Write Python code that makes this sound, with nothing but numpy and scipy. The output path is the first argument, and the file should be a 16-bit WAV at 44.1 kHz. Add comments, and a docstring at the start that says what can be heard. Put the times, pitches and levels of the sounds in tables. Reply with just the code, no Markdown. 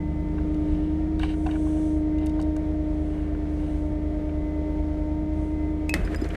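"""Bucket truck lifting its boom.

Heard outdoors from the bucket: a V8 drones below, turning a fan, an alternator and a humming hydraulic pump.
Oil hisses in the valve, the controls tick under a hand, gusts thump. Near the end the steel lever
snaps back, the pump unloads, the engine picks up and the bucket shudders and rattles."""
import sys
import numpy as np
from scipy import signal
from scipy.fft import rfft, irfft, next_fast_len
from scipy.io import wavfile
from scipy.ndimage import map_coordinates

SR = 44100
rng = np.random.default_rng(int(sys.argv[2]) if len(sys.argv) > 2 else 0)


def to_wav(s):
    """Save 16-bit WAV."""
    ch = np.atleast_2d(s).T  # columns
    pcm = np.round(np.clip(ch, -1, 1) * 32767)  # PCM
    wavfile.write(sys.argv[1], SR, pcm.astype(np.int16))


N = 280476

# Lever leaves the hand, then hits its stop. Each row: start in seconds, relative crack level in dB.
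LEVER_SNAPS = [(5.894, -25), (5.94, -14.5)]
BOUNCE_HZ, FIRST_SURGE_S = 9, 0.183  # boom bounce; first surge peak, counted from the stop


def hydraulic_pump(cycle_rad):
    """Pressure ripple, 32 pulses per engine cycle, hums through the boom."""
    # First and third harmonics. Each row: time in seconds, relative level in dB.
    first_levels = [(0.28, -30), (0.58, -23.5), (1.35, -25.5), (1.6, -22.5), (2.4, -23.5), (3.2, -28.5),
                    (5.9, -27.0)]
    third_levels = [(0, -48), (0.7, -52.5), (2.1, -51.5), (2.4, -48.0), (3.1, -57), (4.6, -49.5),
                    (5.5, -48.5), (5.9, -51)]
    # Standing-wave nodes the bucket crosses. Each row: time in seconds, half-width in seconds, dip in dB.
    nodes = [(1.25, .2, -15.5), (3.38, 0.33, -11.5)]
    t = np.arange(N) / SR
    ripple_rad = 32 * cycle_rad
    throb = 1 + 0.035 * tone(cycle_rad) + 0.011 * wobble(40)
    nodes_db = sum(db * np.exp(-((t - s) / width_s) ** 2) for s, width_s, db in nodes)
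    second_db = -39.5 - 0.97 * (t - 3.44) ** 2 + nodes_db  # arches over mid-lift
    hum = 0
    for k, db in enumerate([curve(first_levels), second_db, curve(third_levels)], 1):
        hum += amp(db + 0.5 * k * wobble(9)) * np.sin(k * ripple_rad + 0.17 * k * wobble(25))
    fourth = amp(-68 + 3 * wobble(3)) * tone(4 * ripple_rad)
    return (amp(0.52) * hum * throb + fourth) * pump_load()


def pump_load():
    """1 during the lift; collapses at the stop, then returns in fading surges as the boom bounces."""
    unload_s, unloaded_db, loss_db_per_s = 0.01, -15.5, 27
    after_s = since_stop()
    held = np.exp(-after_s / unload_s)
    bouncing = after_s > FIRST_SURGE_S - 0.5 / BOUNCE_HZ
    surge_db = -3.5 - loss_db_per_s * (after_s - FIRST_SURGE_S)
    surge = bouncing * (1 + boom_bounce()) / 2 * amp(surge_db)
    return held + (1 - held) * (amp(unloaded_db) + surge)


def engine(cycle_rad):
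    """Unequal cylinders put lines on multiples of the cycle; each firing also puffs noise."""
    # Exhaust lines. Each row: multiple of the eight-firing cycle, relative level in dB.
    exhaust_lines = [(3, -45), (4, -50), (5, -32), (6, -47), (7, -41), (8, -31.5), (9, -54), (11, -50),
                     (13, -53), (14, -56), (15, -50), (16, -43.5), (17, -48), (18, -56), (19, -45),
                     (20, -47), (21, -57), (22, -51), (24, -55), (34, -55), (36, -55)]
    # Engine bay; valve gear and fan. Each row: frequency in Hz, relative density in dB.
    bay_spectrum = [(20, -35), (32, -5), (60, -10), (85, -19.5), (120, -21), (180, -21.5), (260, -22),
                    (380, -21.5), (500, -25), (690, -24.5), (850, -38.5), (1300, -52.5)]
    clatter_spectrum = [(500, 7), (850, 1), (1100, -0.5), (1400, -3), (1700, -4), (2100, -1.5), (2700, -10),
                        (3400, -11), (4300, -15.5), (6000, -19.5), (9000, -25.5), (11000, -28),
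                        (15000, -35)]
    shade = amp(-0.86 + 7.5 * np.exp(-np.arange(N) / SR / 1.66))  # upper lines fade as the bucket climbs
    drone = sum(amp(db - 0.84 + 0.22 * wobble(7.8)) * tone(k * cycle_rad) * (shade if k > 12 else 1)
                for k, db in exhaust_lines)
    burr = sum(amp(-59 - 0.25 * (k - 25) + 3.5 * rng.standard_normal()) * tone(k * cycle_rad)
               for k in range(25, 76))
    firing = np.cos(8 * cycle_rad)
    breeze = amp(0.5 * wobble(4) + 0.5 * wobble(12))  # moving air makes the distant noise waver
    bay = amp(-38.5) * noise(bay_spectrum) * (1 + 0.31 * firing)
    clatter = amp(-54) * noise(clatter_spectrum) * (1 + 0.058 * firing)
    return drone + burr + (bay + clatter) * breeze


def lever():
    """The spring twangs on release; then the lever strikes the valve cover."""
    # Each row: frequency in Hz, relative density in dB.
    crack_spectrum = [(410, -55), (700, -5), (1260, -24.5), (2060, -1), (2660, -20.5), (2830, -13),
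                      (4670, -14), (6190, -17.5), (7220, -15.5), (9700, -20), (10600, -27), (12100, -19),
                      (15000, -38)]
    # Each row: frequency in Hz, relative level in dB, T60 in seconds.
    spring_modes = [(2523, 0, 0.078), (2580, 0.5, 0.3), (5160, -23, 0.097), (6551, -18, 0.043),
                    (7870, -9.5, 0.0315), (10026, -18, 0.034), (13870, -19, 0.036)]
    cover_modes = [(1750, -9.5, .063), (1900, -1.5, 0.068), (2084, 0.5, 0.086), (3600, -17, 0.073),
                   (4360, -18, 0.065), (8600, -28, .15)]
    out = np.zeros(N)
    decay = fade(0.015) + amp(-23) * fade(0.14)
    for s, db in LEVER_SNAPS:
        add(out, s, amp(db - 3.5) * decay * noise(crack_spectrum, size=SR // 2))
    (release_s, _), (stop_s, _) = LEVER_SNAPS
    add(out, release_s, amp(-27.5) * ring(spring_modes, scatter_db=0.4))
    add(out, stop_s, amp(-24.5) * ring(cover_modes, scatter_db=0.5))
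    return out


def bucket():
    """The sudden stop shakes the bucket wall, its pivot and a loose steel part."""
    # Each row: frequency in Hz, relative density in dB.
    wall_spectrum = [(90, -31), (150, 2), (370, 2.5), (600, -5), (900, -15), (1900, -12.5), (3000, -23.5),
                     (5000, -33.5), (9000, -36), (15000, -49)]
    # Each row: start in seconds, relative level in dB, centre in Hz.
    pivot_knocks = [(5.99, -21, 210), (6.074, -27, 1580), (6.145, -22, 1600), (6.147, -36.5, 7228),
                    (6.22, -16.5, 300), (6.243, -33.5, 4100), (6.289, -38.5, 7420), (6.304, -29, 2400),
                    (6.349, -25.5, 1640)]
    # Each row: start in seconds, gain in dB.
    jingles = [(6.049, -46), (6.16, -39.5), (6.216, -43)]
    # Each row: frequency in Hz, relative level in dB, T60 in seconds.
    steel_modes = [(5000, -3, 0.074), (7250, -6, 0.033), (8900, -11.5, 0.064), (12000, -16.5, .04),
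                   (14700, -19.5, .04)]
    jolt_t60_s = 0.17
    after_s = since_stop()
    judder = amp(3 * wobble(60))
    jolt = amp(-31 - 60 * after_s / jolt_t60_s)
    tremble = amp(-37) * (1 + 0.1 * boom_bounce())
    out = (after_s > 0) * (jolt + tremble) * noise(wall_spectrum) * judder
    for s, db, hz in pivot_knocks:
        add(out, s, amp(db - 6) * fade(blow_t60_s(hz)) * band(hz, q=2.2, size=SR // 2))
    for s, db in jingles:
        add(out, s, amp(db) * ring(steel_modes, scatter_db=2.5))
    return out


def controls():
    """A hand rubs over the control box; the linkage ticks against it."""
    # Each row: start in seconds, length in seconds, level in dB, centre in Hz.
    rubs = [(0.503, 0.56, -60, 3380), (1.19, 0.093, -43, 3760), (1.237, .12, -48, 3850),
            (1.449, 0.16, -49, 1980), (1.602, 0.29, -56.5, 1800), (2.19, 0.088, -53, 2700),
            (3.0, 0.38, -54.5, 1900), (3.548, 0.2, -55.5, 2280)]
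    # Each row: start in seconds, relative level in dB, centre in Hz.
    ticks = [(.381, -31.5, 1374), (.544, -40.5, 4440), (0.747, -42, 2970), (1.194, -29.5, 4380),
             (1.195, -28.5, 1510), (1.231, -21, 1140), (1.231, -20.5, 2670), (1.29, -39, 2600),
             (1.336, -32.5, 1816), (1.46, -21.5, 845), (1.464, -28, 3050), (1.488, -29, 1700),
             (1.511, -28.5, 2870), (1.554, -30.5, 1400), (1.665, -31.5, 1190), (2.184, -40, 3800),
             (2.261, -33, 8060), (2.267, -34.5, 5030), (2.295, -40, 4480), (2.39, -30, 940),
             (2.399, -36.5, 4070), (2.414, -35.5, 6030), (2.424, -36.5, 5200), (2.562, -34.5, 1650),
             (2.565, -37.5, 5897), (3.347, -34.5, 1490), (4.291, -38.5, 2099)]
    out = np.zeros(N)
    for s, length_s, db, hz in rubs:
        add(out, s, amp(db) * swell(length_s, control_box(band(hz, q=0.6, size=SR))))
    out *= amp(1.4 * wobble(220))  # skin grips and slips
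    for s, db, hz in ticks:
        add(out, s, amp(db - 4) * linkage_tick(hz))
    return out


def linkage_tick(hz):
    """A noisy blow of peak 1: part direct, part ringing the control box."""
    attack = 1 - fade(0.0023)
    contact = attack * fade(blow_t60_s(hz)) * band(hz, q=1.37, size=SR // 2)
    blow = control_box(contact) + amp(-10.5) * contact
    return blow / np.max(np.abs(blow))


def control_box(x):
    """x through the box's steep-sided resonances."""
    # Each row: centre in Hz, width in Hz, gain in dB.
    resonances = [(738, 110, 22.5), (997, 250, 12), (1500, 370, 7.5), (2340, 200, 2.5), (2793, 530, 3),
                  (3700, 370, -3), (4490, 380, -9.5), (6760, 1100, -17.5), (8700, 2100, -11),
                  (11400, 5200, -24.5)]
    return filtered(x, lambda f: sum(amp(db) * (1j * f * width / (hz * hz - f * f + 1j * f * width)) ** 2
                                     for hz, width, db in resonances))


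def belt_drive(cycle_rad):
    """Fan and alternator whine, fading in and out on the way up to the bucket."""
    # Each row: multiple of the engine cycle, rms level in dB.
    fan_lines = [(7.6, -44.5), (42.08, -48), (50.1, -62.5)]
    # Each row: harmonic of the rotor, rms level in dB.
    alternator_lines = [(3, -54.5), (6, -71), (7, -70.5), (8, -69), (10, -73), (12, -81), (14, -80),
                        (15, -82)]
    # The rotor's strong ninth harmonic. Each row: time in seconds, relative level in dB.
    ninth_levels = [(.2, -56), (.45, -64.5), (1.6, -70.5), (2.15, -59.5), (3.0, -69.5), (3.8, -64.5),
                    (4.5, -57.5), (5.0, -62.5), (5.3, -58.5), (5.9, -63.5)]
    fan = sum(amp(db + 1.7 * wobble(3.9)) * tone(k * cycle_rad + 0.12 * wobble(10)) for k, db in fan_lines)
    rotor_rad = 23.74 * cycle_rad
    alternator = sum(amp(db + 1.7 * wobble(3)) * tone(k * rotor_rad) for k, db in alternator_lines)
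    ninth = amp(curve(ninth_levels) + 0.3 + 2.5 * wobble(6.9)) * np.sin(9 * rotor_rad)
    return fan + alternator + ninth


def oil_valve():
    """Oil hisses steadily through the valve and surges as the lever is feathered."""
    # Each row: frequency in Hz, relative density in dB.
    hiss_spectrum = [(2000, -22), (3200, -3), (5000, -14), (6100, -2), (7000, -7.5), (8000, -3.5),
                     (9100, -1.5), (10000, -11), (11000, -17.5), (14500, -21.5)]
    # Each row: start in seconds, length in seconds, level in dB.
    surges = [(.46, 0.39, -80), (1.25, 0.49, -63), (1.558, 0.48, -60), (2.869, .48, -74),
              (3.445, 0.51, -70), (5.32, 0.24, -71)]
    flow = np.full(N, amp(-79.5))
    for s, length_s, db in surges:
        add(flow, s, amp(db) * swell(length_s, np.ones(SR)))
    return flow * noise(hiss_spectrum)


def wind():
    """Short gusts thump on the microphone."""
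    # Each row: start in seconds, length in seconds, level in dB, centre in Hz.
    gusts = [(0.617, 0.23, -30.5, 50), (1.05, 0.31, -31, 40), (3.877, 0.073, -28, 65),
             (4.372, 0.089, -29, 35), (5.196, 0.074, -25.5, 75), (5.35, 0.12, -33, 74),
             (5.989, 0.075, -27.5, 45)]
    out = np.zeros(N)
    for s, length_s, db, hz in gusts:
        add(out, s, amp(db) * swell(length_s, band(hz, q=0.89, size=SR)))
    return out


def since_stop():
    """Seconds since the lever hit its stop, zero before."""
    return np.maximum(np.arange(N) / SR - LEVER_SNAPS[-1][0], 0)


def boom_bounce():
    """The boom's swing after the stop, -1 to 1."""
    return np.cos(2 * np.pi * BOUNCE_HZ * (since_stop() - FIRST_SURGE_S))


def blow_t60_s(hz):
    """Higher blows die sooner."""
    return 0.05 / (hz / 1000) ** 0.55


def amp(db):
    """Decibels to gain."""
    return 10 ** (np.asarray(db) / 20)


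def unit(x):
    """Scale to rms 1."""
    return x / np.sqrt(np.mean(x ** 2) + 1e-20)


def curve(rows):
    """(seconds, value) rows to one value per sample."""
    return np.interp(np.arange(N) / SR, *np.transpose(rows))


def wobble(knots_per_s):
    """A smooth random curve."""
    knots = rng.standard_normal(int(N * knots_per_s / SR) + 4)
    grid = np.arange(0, N, 32)
    return np.interp(np.arange(N), grid, map_coordinates(knots, [grid * knots_per_s / SR]))


def filtered(x, response):
    """x through a response given as a function of Hz."""
    size = next_fast_len(len(x) + 4096)
    return irfft(rfft(x, size) * response(np.fft.rfftfreq(size, 1 / SR)), size)[:len(x)]


def noise(spectrum, size=N):
    """Noise of rms 1 with a (Hz, dB) spectrum."""
    hz, db = np.transpose(spectrum)
    response = lambda f: amp(np.interp(np.log(f + 1), np.log(hz), db, left=-120, right=-120))
    return unit(filtered(rng.standard_normal(size), response))


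def band(centre_hz, q, size):
    """Noise of rms 1 in one broad resonance."""
    response = lambda f: 1 / (1 + 1j * q * (f / centre_hz - centre_hz / (f + 1))) ** 2
    return unit(filtered(rng.standard_normal(size), response))


def swell(length_s, source):
    """The source at rms 1 under a half-sine envelope."""
    t = np.arange(len(source)) / SR
    return np.sin(np.pi * np.minimum(t / length_s, 1)) * unit(source)


def fade(t60_s):
    """Half a second of exponential decay."""
    return np.exp(-np.log(1000) * np.arange(SR // 2) / SR / t60_s)


def ring(modes, scatter_db):
    """Struck modes, at new strengths for each blow."""
    t = np.arange(SR // 2) / SR
    return sum(amp(db + scatter_db * rng.standard_normal()) * fade(t60_s) * np.sin(2 * np.pi * hz * t)
               for hz, db, t60_s in modes)


def tone(phase_rad):
    """A sine of rms 1 with a random start."""
    return np.sqrt(2) * np.sin(phase_rad + rng.uniform(0, 2 * np.pi))


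def add(track, start_s, sound):
    """Mix a sound in."""
    part = track[round(start_s * SR):][:len(sound)]
    part += sound[:len(part)]


def scene():
    """One crankshaft turns engine, belt and pump; it speeds up once the pump unloads."""
    # Engine speed under load. Each row: time in seconds, firing rate in Hz.
    loaded_speed = [(0, 75.6), (0.45, 76.3), (0.75, 76), (1.1, 78.2), (1.35, 77.2), (1.8, 77.28),
                    (2.05, 76.64), (2.4, 77), (2.8, 76.6), (3.4, 75.6), (4.5, 76), (5.0, 76.11), (5.3, 77),
                    (5.9, 76.4)]
    pickup_hz_per_s = 3.5
    firing_hz = curve(loaded_speed) + pickup_hz_per_s * since_stop()
    cycle_rad = 2 * np.pi * np.cumsum(firing_hz / 8) / SR
    machinery = engine(cycle_rad) + belt_drive(cycle_rad) + hydraulic_pump(cycle_rad)
    return (machinery + oil_valve() + controls() + lever() + bucket() + wind())[None]


def record(dry):
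    """Brief fades at both ends and a hard band limit."""
    top_hz = 15200
    edges = signal.windows.tukey(N, 0.0015)
    return filtered(dry[0] * edges, lambda hz: hz < top_hz)[None]


dry = scene()
out = record(dry)
to_wav(out)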